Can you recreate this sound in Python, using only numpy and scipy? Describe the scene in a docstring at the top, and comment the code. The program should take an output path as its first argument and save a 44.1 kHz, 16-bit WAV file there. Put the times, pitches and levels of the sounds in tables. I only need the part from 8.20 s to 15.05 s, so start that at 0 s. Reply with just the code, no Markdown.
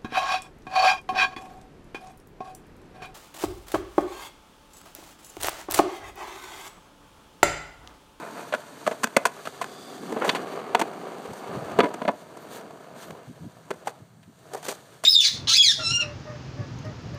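"""Hard wheels rumble on concrete close by, then clack over joints as a skateboard rolls off over a skatepark.
It pops a trick, lands, rattles over a drain grate into a shallow bowl and turns on the far bank, wheels skidding.
The rolling is random grit filtered by surface and deck; each blow is chatter with a few struck modes.
The phone stands in the open: puffs of wind on its microphone, a low outdoor murmur, and faint echo off the banks.
"""
import sys
import numpy as np
from scipy import signal
from scipy.fft import rfft, irfft
from scipy.io import wavfile

SR = 44100
rng = np.random.default_rng(int(sys.argv[2]) if len(sys.argv) > 2 else 0)


def store_pcm(level_fs):
    """Save levels as 16-bit WAV."""
    pcm = np.round(np.clip(level_fs, -1, 1) * 32767).astype(np.int16)
    wavfile.write(sys.argv[1], SR, np.atleast_2d(pcm).T)


N = 302085
TIME = np.arange(N) / SR

# short wind puffs on the microphone: start_s, length_s, level_db
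WIND_PUFFS = [(3.089, 0.032, -35), (3.28, 0.11, -39), (3.36, 0.11, -38.5), (3.485, 0.17, -41.5),
              (4.89, 0.046, -42), (5.078, 0.041, -33.5), (5.203, 0.04, -39), (5.246, 0.025, -30),
              (5.798, 0.044, -46), (5.92, 0.11, -54), (6.085, 0.017, -37.5)]
# spectrum of a puff: pitch_hz, level_db
PUFF_SPECTRUM = [(25, -51), (60, -17.5), (110, -1), (170, 0.5), (250, -5.5), (350, -15), (600, -42)]
# distant traffic and breeze: pitch_hz, level_db
AIR_SPECTRUM = [(25, -22), (60, -16), (115, 5), (170, 7.5), (250, -16.5), (350, -27.5), (700, -16.5),
                (1200, -16.5), (2500, -28.5), (6000, -28.5), (15000, -39)]
# colour of the microphone's port: pitch_hz, level_db
PORT_RESPONSE = [(20, -5.5), (4700, 1), (5080, -6.5), (5800, -1), (9400, 5), (10200, -6), (11200, -4),
                 (13000, 1.5), (16000, 4)]
TOP_HZ = 15500
BANK_ECHO_S, BANK_ECHO_DB = 0.047, -25.5  # one distinct reflection from the nearest bank

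# turning rate of the wheels, which paces their throb: time_s, turns_per_s
WHEEL_TURNS = [(0, 15), (2.5, 15), (4, 19), (5.2, 17), (6, 4), (6.85, 12)]
# rumble along the ride, shaped by speed, distance and coarseness of slab: time_s, level_db
RUMBLE_LEVEL = [(0, -39), (0.27, -40), (0.43, -47), (0.65, -43), (0.8, -46.5), (1.35, -46.5), (1.5, -44),
                (1.76, -43.5), (2.0, -32.5), (2.25, -34), (3.2, -39.5), (3.55, -34), (3.78, -37),
                (3.97, -47), (4.4, -40), (4.63, -47), (4.95, -42), (5.12, -55.5), (5.7, -50), (6.02, -67.5),
                (6.35, -46.5), (6.85, -57.5)]
# bearing hiss, fading with distance and dying where the board stalls on the bank: time_s, level_db
HISS_LEVEL = [(0, -56.5), (1.3, -54), (1.55, -55.5), (2.3, -58), (2.75, -58.5), (3.4, -56), (4.0, -61.5),
              (5.1, -64.5), (5.7, -63.5), (5.95, -77), (6.13, -69), (6.4, -57.5), (6.85, -61.5)]
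# the rider leans and the treads scrub: middle_s, length_s, extra_hiss_db
LEANS_IN = [(0.21, 0.25, 4), (0.667, 0.1, 4), (2.0, 0.57, 4), (3.182, 0.053, 4), (4.24, 0.073, 3.5),
            (4.343, 0.085, 14.5), (4.826, 0.082, 14.5)]
# rumble on the first slab, close to the phone: pitch_hz, level_db
NEAR_RUMBLE = [(170, -37), (215, 3), (250, -3.5), (292, 5.5), (360, -15.5), (445, 8.5), (520, -2.5),
               (590, 7.5), (630, 4), (680, 8), (750, -2.5), (820, -2), (890, 4.5), (1020, 1.5),
               (1130, -2.5), (1480, -3.5), (1800, -15), (2250, -21), (2520, -9), (2700, -34)]
# rumble of wheels and deck on the flat: pitch_hz, level_db
FLAT_RUMBLE = [(290, -28), (385, 6.5), (460, 1), (560, -2), (690, 0.5), (780, 1.5), (860, -8.5), (950, -5),
               (1030, -8.5), (1150, -3), (1400, -13.5), (1800, -23), (2600, -23)]
# rumble on the floor of the bowl: pitch_hz, level_db
BOWL_RUMBLE = [(140, -8), (190, -3.5), (280, -17), (385, 6.5), (480, 6.5), (560, 3.5), (655, 8), (760, 2.5),
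               (880, -4.5), (960, 2), (1070, -4), (1240, -2.5), (1450, -8), (1700, -14.5), (1900, -29),
               (2600, -20)]
# middles of the fades from near to flat rumble and from flat to bowl, and the length of each
NEAR_END_S, BOWL_S, SLAB_FADE_S = 1, 3.26, 0.8
# low boom of the deck under the rider: pitch_hz, level_db
BOOM_SPECTRUM = [(60, -91.5), (120, -14), (170, 1), (230, 3.5), (300, 3.5), (360, 0.5), (480, -7.5)]
# grit crushed under the wheels: pitch_hz, level_db
GRIND_SPECTRUM = [(1100, 2.5), (1500, 4), (1750, 5), (1980, -4), (2150, 0.5), (2500, -7.5), (3000, -6.5),
                  (3700, -17), (4600, -7.5), (5600, -24.5)]
# hiss of bearings and wheel treads: pitch_hz, level_db
HISS_SPECTRUM = [(3500, 2.5), (5000, 0), (6400, 1.5), (7500, -3.5), (9000, -5), (10500, -5), (13000, -7),
                 (15500, -19.5)]
# the boom sits below the rumble and swells as the rider loads the deck for the trick
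BOOM_DB, CROUCH_S, CROUCH_LENGTH_S, CROUCH_DB = -5, 1.86, 0.38, 6.5
GRIND_DB, GRIND_HISS_SHARE = -3, 0.5  # offset from a level midway between rumble and hiss
HISS_FLUTTER_DB, HISS_FLUTTER_PER_S = 1.1, 35
SURGE_DB, SURGES_PER_S = 1.1, 16  # patches of coarser concrete

# ringing of the spinning bearings: pitch_hz, level_db
WHIRR_SPECTRUM = [(3100, -25), (3400, -8), (3600, -8), (3800, -19.5), (4200, -17), (4550, -12), (4800, -6),
                  (5300, -18)]
WHIRR_S, WHIRR_LENGTH_S, WHIRR_DB = 1.61, 0.4, -52.5  # loudest on the run-up to the trick
# treads scrubbing with a fine, high hiss: start_s, length_s, level_db
TREAD_SCRUBS = [(4.205, 0.04, -63), (4.305, 0.085, -57), (4.785, 0.13, -65)]
# spectrum of the scrub: pitch_hz, level_db
SCRUB_SPECTRUM = [(6000, -18), (10000, -3), (12000, 4), (15000, -3)]
# wheels skidding sideways: start_s, length_s, rasp_level_db, hiss_relative_to_rasp_db
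WHEEL_SKIDS = [(2.014, 0.054, -26.5, -33), (2.055, 0.082, -41, -4.5), (5.654, 0.055, -47, -7.5),
               (6.331, 0.058, -46, -7.5), (6.439, 0.07, -40.5, -2), (6.49, 0.07, -51.5, 0)]
# rasp of a skidding wheel: pitch_hz, level_db
RASP_SPECTRUM = [(150, -30), (280, 3), (500, 5.5), (1000, 2), (2000, -4.5), (2800, -14), (4000, -26),
                 (6000, -39)]

# modes of the deck with its trucks: pitch_hz, level_db, t60_s
DECK_MODES = [(228, -10, 0.051), (470, 8, 0.055), (541, -1.5, 0.1), (674, 2, 0.043), (745, 7.5, 0.021),
              (1011, -3.5, 0.12), (1172, -3, 0.12), (1530, 9, 0.033), (1746, 11.5, 0.025),
              (2125, 6.5, 0.02), (2534, 2, 0.078), (2965, -9, 0.086), (3460, 4, 0.09), (4500, 13, 0.032)]
# wheels and tail striking concrete: start_s, body_level_db (over 10 ms), contact_s, main_ring_hz,
# second_ring_hz, second_ring_db (relative to main ring), then thud_db, crack_db, tick_db
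# (relative to the body; crack and tick are lowered further by fixed trims in knock)
CONCRETE_BLOWS = [(0.3235, -26, 0.011, 580, 1030, -4, -24, -2, -18),
                  (0.337, -19, 0.0065, 606, 1497, -7, -30, -7.5, -19.5),
                  (0.346, -27, 0.0066, 1460, 700, -11, -10, -2.5, -14),
                  (0.665, -22.5, 0.014, 614, 1250, -2, -10, -4, -12),
                  (0.675, -15.5, 0.0025, 636, 1260, -9.5, -17, -9.5, -19.5),
                  (0.711, -23.5, 0.021, 640, 462, -10, -11, -7.5, -18),
                  (0.8327, -24, 0.007, 1035, 570, -13, -8, -1, -1.5),
                  (0.841, -21, 0.0025, 1570, 1366, -5, -5, -1.5, 0.5),
                  (0.871, -36, 0.003, 903, 1500, -2, -9, -1, -6),
                  (0.9653, -10, 0.006, 549, 2130, -6.5, -9.5, -4.5, -8.5),
                  (1.053, -14, 0.0069, 990, 1500, -3.5, -28, -4.5, -6.5),
                  (1.063, -27.5, 0.011, 485, 723, 6, -12, -2, -1),
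                  (1.253, -37, 0.017, 616, 1100, -3, -10, 2.5, -4),
                  (1.2722, -28.5, 0.0018, 1300, 653, -6, -11, -5, -13),
                  (1.413, -24, 0.018, 1030, 690, -3, -17, -4, -9),
                  (1.442, -34.5, 0.002, 1070, 1530, -4, -7, -2, -6),
                  (1.922, -26, 0.0052, 447, 300, 0, -5, -9, -15),
                  (1.963, -23.5, 0.015, 445, 715, -9, -2.5, -11.5, -29),
                  (2.021, -26.5, 0.0087, 594, 1400, -10, -22, -13, -31),
                  (2.045, -20, 0.03, 600, 773, -2, -24, -7, -13),
                  (2.079, -22, 0.0091, 433, 595, -11, -10, -7, -22),
                  (2.0907, -22, 0.01, 980, 1750, -20, -6, 8, -10),
                  (2.148, -25.5, 0.026, 1030, 2870, -16, -15, 1, -8.5),
                  (2.5477, -12, 0.006, 728, 912, -3, -15, -4, -17),
                  (2.5935, -22, 0.012, 684, 940, -8, -9, -4, -6.5),
                  (2.613, -17, 0.011, 910, 332, -1.5, -10, -5, -12.5),
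                  (3.132, -36, 0.0083, 373, 915, 1, -10, -14, -8.5),
                  (4.17, -43.5, 0.006, 595, 990, -12, -26, -8.5, -6),
                  (4.905, -39.5, 0.0052, 485, 1110, -4, -9, -2.5, -8),
                  (5.505, -26, 0.005, 397, 1080, -8, -11, -7.5, -14),
                  (5.511, -27, 0.0025, 480, 770, -22, -10, -6, -16),
                  (5.537, -42.5, 0.0089, 500, 1600, -17, -2, -9, -11),
                  (5.671, -23, 0.012, 825, 457, -8, -22, -7.5, -11),
                  (6.029, -58, 0.011, 670, 1190, -8, -15, 5, -1),
                  (6.334, -33.5, 0.0054, 470, 760, 0, -21, -7.5, -4),
                  (6.346, -27.5, 0.008, 776, 425, -4, -18.5, -14, -11),
                  (6.372, -43, 0.01, 670, 990, -3, -13, -8, -3),
                  (6.427, -41, 0.008, 715, 1110, -11, -14, -2, -1),
                  (6.483, -27, 0.011, 495, 406, 1, -10, -2.5, 0.5),
                  (6.513, -40, 0.0044, 607, 1000, -9, -20, -3, 4.5),
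                  (6.521, -34, 0.007, 623, 830, -5, -19, -7, -5),
                  (6.837, -28.5, 0.012, 647, 1155, -4, -16, -2.5, 0)]
# wheels dropping on and off the drain grate: same columns
GRATE_BLOWS = [(3.5876, -9.5, 0.0094, 425, 680, -1, -8.5, -9, -23.5),
               (3.603, -14.5, 0.0058, 516, 1210, -1, -4.5, -2, -25),
               (3.632, -16.5, 0.0083, 440, 298, 2, -15, -13, -29),
               (3.641, -21, 0.0052, 605, 278, 4, -22, -7, -24),
               (3.654, -21.5, 0.018, 560, 453, 3, -13, -11, -27),
               (3.739, -33, 0.0073, 380, 940, -1, -12, -4.5, -6),
               (3.816, -27, 0.007, 627, 956, -7, -1, -6.5, -26),
               (3.851, -25.5, 0.0048, 634, 437, -12, -5, -9, -29),
               (3.8777, -18.5, 0.0069, 607, 454, -4, -5, -5.5, -25),
               (3.888, -16.5, 0.0018, 687, 790, -11, -7, -11.5, -34),
               (3.914, -47, 0.006, 624, 445, 22, -9, -11, -9)]
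# modes of the iron drain grate: pitch_hz, level_db, t60_s
IRON_MODES = [(298, -4, 0.21), (430, -3, 0.073), (617, -1.5, 0.21), (697, -1, 0.053), (965, 3, 0.083),
              (2130, -8, 0.049)]
GRATE_RING_DB = -7.5  # first grate ring, relative to its blow
GRATE_RING_FADE_DB_PER_S = -23  # the grate rings less as the wheels leave it
# timbre shared by pebbles: second_ring_hz, second_ring_db, thud_db, crack_db, tick_db
PEBBLE_SOUND = (1100, -6, -14, -5, -9)
PEBBLES_PER_S, PEBBLE_DB, PEBBLE_SPREAD_DB = 7, -6, 3  # level relative to the rumble
PEBBLE_CONTACT_S = 0.004
REACH_HZ, REACH_OCTAVES_PER_DB = 2890, 0.04  # a louder crack also reaches higher
# the whole board flexes slowly; its bending modes die fast
THUD_HZ, THUD_T60_S, RING_T60_S = 235, 0.025, 0.029
MID_RING_HZ = 640  # the deck's usual ring
RING_DAMPING = 0.77  # higher bending modes die sooner, by this power of their pitch


def undb(db):
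    """Decibels to gain."""
    return 10 ** (np.asarray(db) / 20)


def unit(x):
    """Scale to rms 1."""
    return x / np.sqrt(np.mean(x ** 2) + 1e-20)


def colour(x, points):
    """Filter by a spectrum of (Hz, dB) points, falling away beyond its two ends."""
    hz, db = np.transpose(points)
    f = np.maximum(np.fft.rfftfreq(len(x), 1 / SR), 1)
    gain = undb(np.interp(np.log(f), np.log(hz), db))
    low_end = np.minimum(f / hz[0], 1) ** 2
    high_end = np.minimum(hz[-1] / f, 1) ** 2
    return irfft(rfft(x) * gain * low_end * high_end, len(x))


def band(x, lo_hz, hi_hz, order=3):
    """Causal band-pass."""
    edges = [lo_hz, min(hi_hz, SR / 2 - 1000)]
    return signal.sosfilt(signal.butter(order, edges, "band", fs=SR, output="sos"), x)


def ring(t, hz, t60):
    """One struck mode, of equal energy whatever its decay."""
    decay = np.exp(-np.log(1000) * t / t60)
    return np.sin(2 * np.pi * hz * t) * decay * np.sqrt(4 * np.log(1000) / (t60 * SR))


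def bend(t, hz, t60, rise_s):
    """A mode that builds up while the blow pushes on it, at rms 1."""
    return unit(ring(t, hz, t60) * (1 - np.exp(-t / rise_s)))


def walk(rate):
    """Random wander of rms 1, with this many straight steps a second."""
    knots = rng.standard_normal(4096)
    return unit(np.interp(TIME * rate, np.arange(len(knots)), knots))


def grit(spread_db, rate):
    """Dense tiny impacts, mostly small and now and then large."""
    hits = rng.random(N) < rate / SR
    size_db = spread_db * np.minimum(rng.exponential(size=N), 4)
    return hits * rng.standard_normal(N) * undb(size_db)


def curve(points):
    """A control joined by straight lines in time."""
    return np.interp(TIME, *np.transpose(points))


def swell(middle, length):
    """A smooth rise to 1 and back, this long at half height."""
    return np.exp(-(2 * (TIME - middle) / length) ** 2 * np.log(2))


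def gate(start, length, edge):
    """A burst with sloping edges."""
    opening = np.clip((TIME - start) / edge + .5, 0, 1)
    return opening * np.clip((start + length - TIME) / edge + .5, 0, 1)


def add(out, start, x):
    """Mix x in at a time."""
    i = int(start * SR)
    out[i:i + len(x)] += x[:max(N - i, 0)]


def wind():
    """Short eddies brush the microphone over the wavering low murmur of the outdoors."""
    puffs = sum(gate(s, length, 0.034) * undb(db) for s, length, db in WIND_PUFFS)
    eddies = unit(colour(rng.standard_normal(N), PUFF_SPECTRUM)) * puffs
    murmur = unit(colour(rng.standard_normal(N), AIR_SPECTRUM)) * undb(-54.5 + 0.4 * walk(1.03))
    return eddies + murmur


def park(x, echo_db, t60, dull_hz):
    """Sparse reflections from the concrete banks, duller than the direct sound."""
    t = np.arange(SR) / SR
    taps = rng.standard_normal(SR) * (rng.random(SR) < .03)
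    taps *= np.clip((t - .012) / 0.0064, 0, 1) * np.exp(-np.log(1000) * t / t60)
    taps = band(taps / np.sqrt(np.sum(taps ** 2)), 204, dull_hz, order=1)
    out = x + undb(echo_db) * signal.fftconvolve(x, taps)[:N]
    add(out, BANK_ECHO_S, undb(BANK_ECHO_DB) * band(x, 510, 1050, order=2))
    return out


def treble_lift(x, start_db, end_db):
    """The highest treble of the board is lifted by a gain that drifts slowly over the ride."""
    top = colour(x, [(7000, -40), (9000, -12), (11000, 0), (SR / 2, 0)])
    lift_db = np.interp(TIME, [0, TIME[-1]], [start_db, end_db])
    return x + top * (undb(lift_db) - 1)


def whirr_and_scrub():
    """The bearings ring on the run-up; the treads hiss unevenly as the rider carves across the bowl."""
    whirr = unit(colour(rng.standard_normal(N), WHIRR_SPECTRUM))
    whirr *= undb(WHIRR_DB) * swell(WHIRR_S, WHIRR_LENGTH_S)
    scrub = unit(colour(grit(2.0, 3000), SCRUB_SPECTRUM)) * undb(1.8 * walk(110))
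    carves = sum(undb(db) * swell(s + length / 2, length) for s, length, db in TREAD_SCRUBS)
    return whirr + scrub * carves


def slabs():
    """Coarse grains drum on the wheels; each stretch of concrete brings out other resonances."""
    near = np.clip((NEAR_END_S - TIME) / SLAB_FADE_S + .5, 0, 1)
    bowl = np.clip((TIME - BOWL_S) / SLAB_FADE_S + .5, 0, 1)
    flat = np.maximum(1 - near - bowl, 0)
    stretches = (near, NEAR_RUMBLE), (flat, FLAT_RUMBLE), (bowl, BOWL_RUMBLE)
    return sum(np.sqrt(share) * unit(colour(grit(1.5, 2200), points)) for share, points in stretches)


def rolling():
    """Concrete grains drum on the wheels; the load throbs with each wheel turn and wanders with the surface."""
    rumble_db = curve(RUMBLE_LEVEL)
    lean_db = sum(db * swell(s, length) for s, length, db in LEANS_IN)
    hiss_db = curve(HISS_LEVEL) + lean_db + HISS_FLUTTER_DB * walk(HISS_FLUTTER_PER_S)
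    boom_db = rumble_db + BOOM_DB + CROUCH_DB * swell(CROUCH_S, CROUCH_LENGTH_S)
    grind_db = rumble_db + GRIND_HISS_SHARE * (hiss_db - rumble_db) + GRIND_DB

    wheel_phase = 2 * np.pi * np.cumsum(curve(WHEEL_TURNS)) / SR
    load_db = .6 * np.sin(wheel_phase) + .6 * walk(90)
    surge_db = SURGE_DB * walk(SURGES_PER_S)

    rumble = slabs() * undb(rumble_db + load_db + surge_db)
    boom = unit(colour(grit(1.4, 3000), BOOM_SPECTRUM)) * undb(boom_db + load_db)
    grind = unit(colour(grit(1.0, 7000), GRIND_SPECTRUM)) * undb(grind_db + load_db + surge_db)
    hiss = unit(colour(grit(2.0, 16000), HISS_SPECTRUM)) * undb(hiss_db + load_db)
    return rumble + boom + grind + hiss


def skids():
    """Urethane sticks and slips over the concrete in uneven jerks."""
    rasp = unit(colour(grit(0.64, 2500), RASP_SPECTRUM))
    hiss = unit(colour(grit(1.8, 9850), HISS_SPECTRUM))
    jerks = undb(3 * walk(190))
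    bursts = sum(gate(s, length, 0.017) * undb(db) * (rasp + undb(hiss_db) * hiss)
                 for s, length, db, hiss_db in WHEEL_SKIDS)
    return jerks * bursts


def contact(t, hold_s, fall_s, tail_db, tail_s):
    """Wheels, trucks and deck chatter for some ms with an even, broad spectrum; loose hardware buzzes out."""
    attack = np.minimum(t / 0.0009, 1)
    press = np.exp(-np.maximum(t - hold_s, 0) / fall_s)
    buzz = undb(tail_db) * np.exp(-t / tail_s)
    force = rfft(attack * (press + buzz) * rng.choice([-1., 1.], len(t)))
    evened = irfft(force / (np.abs(force) + 1e-9) ** .7, len(t))
    return evened * attack * np.exp(-t / .03)


def knock(contact_s, ring_hz, second_hz, second_db, thud_db, crack_db, tick_db):
    """One blow: a thud of the deck, its woody ring, the crack of hard wheels and a tick of metal and grit."""
    t = np.arange(SR // 5) / SR
    hold_s = max(contact_s, .002)
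    # deck modes vary slightly in pitch at random from blow to blow
    deck = sum(undb(db) * ring(t, hz * (1 + 0.012 * rng.standard_normal()), t60)
               for hz, db, t60 in DECK_MODES)
    chatter = contact(t, .9 * hold_s, fall_s=.0017, tail_db=-17, tail_s=.01)
    deck_reply = signal.fftconvolve(chatter, unit(deck) / np.sqrt(len(t)))[:len(t)]
    wood = chatter + 0.24 * deck_reply
    # where the blow lands decides which two bending modes ring most
    pitches_hz = np.array([ring_hz, second_hz])
    main_t60, second_t60 = RING_T60_S * (MID_RING_HZ / pitches_hz) ** RING_DAMPING
    main_ring = bend(t, ring_hz, main_t60, 0.49 * hold_s)
    second_ring = undb(second_db) * bend(t, second_hz, second_t60, 0.46 * hold_s)
    body = unit(unit(band(wood, 443, 1063)) + 1.35 * (main_ring + second_ring))
    thud = unit(band(bend(t, THUD_HZ, THUD_T60_S, rise_s=0.016), 130, 380, order=2))
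    # a harder contact reaches higher modes
    reach_hz = REACH_HZ * 2 ** (REACH_OCTAVES_PER_DB * crack_db)
    crack = unit(band(band(wood, 1513, 7300), 300, reach_hz))
    grains = contact(t, .85 * hold_s, fall_s=.002, tail_db=-16, tail_s=.013)
    tick = unit(band(band(grains, 5000, 14300), 3400, 6360, order=1))
    blow = body + undb(thud_db) * thud + undb(crack_db - 4.14) * crack + undb(tick_db - 6.5) * tick
    return blow * np.sqrt(SR / 100 / len(t))  # level counted over 10 ms


def pebbles():
    """Stray pebbles and hairline cracks tick under the wheels at random, some dB below the rumble."""
    out, rumble_db = np.zeros(N), curve(RUMBLE_LEVEL)
    for when, size, pitch in rng.random((int(PEBBLES_PER_S * N / SR), 3)):
        i = int(when * N)
        db = rumble_db[i] + PEBBLE_DB + PEBBLE_SPREAD_DB * (2 * size - 1)
        ring_hz = MID_RING_HZ * 2 ** (pitch - .5)
        add(out, TIME[i], undb(db) * knock(PEBBLE_CONTACT_S, ring_hz, *PEBBLE_SOUND))
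    return out


def grate_ring():
    """The iron bars of the drain grate ring on in slightly detuned modes after one blow."""
    t = np.arange(SR // 3) / SR
    iron = sum(undb(db) * bend(t, hz * (1 + .015 * rng.standard_normal()), t60, .004)
               for hz, db, t60 in IRON_MODES)
    return unit(iron) * np.sqrt(SR / 100 / len(t))  # level counted over 10 ms


def clacks():
    """Joints in the slab, the popped tail, the landings and the turn strike the deck; the grate rings on."""
    out = np.zeros(N)
    for s, db, *timbre in CONCRETE_BLOWS + GRATE_BLOWS:
        add(out, s, undb(db) * knock(*timbre))
    first_s = GRATE_BLOWS[0][0]
    for s, db, *_ in GRATE_BLOWS:
        ring_db = db + GRATE_RING_DB + GRATE_RING_FADE_DB_PER_S * (s - first_s)
        add(out, s, undb(ring_db) * grate_ring())
    return out


def scene():
    """The board and the air around the phone; blows, skids and pebbles echo off the banks, the rolling does not."""
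    struck = park(clacks() + skids() + pebbles(), echo_db=-18, t60=0.21, dull_hz=1860)
    board = rolling() + whirr_and_scrub() + struck
    return (treble_lift(board, start_db=0.5, end_db=1) + wind())[None]


def record(dry):
    """The microphone's port colours the sound, the loudest peaks are rounded and the top is cut."""
    heard = np.array([colour(channel, PORT_RESPONSE) for channel in dry])
    ceiling = 0.98
    rounded = ceiling * np.tanh(heard / ceiling)
    return signal.sosfilt(signal.ellip(10, .2, 70, TOP_HZ, fs=SR, output="sos"), rounded)


dry = scene()
out = record(dry)
store_pcm(out)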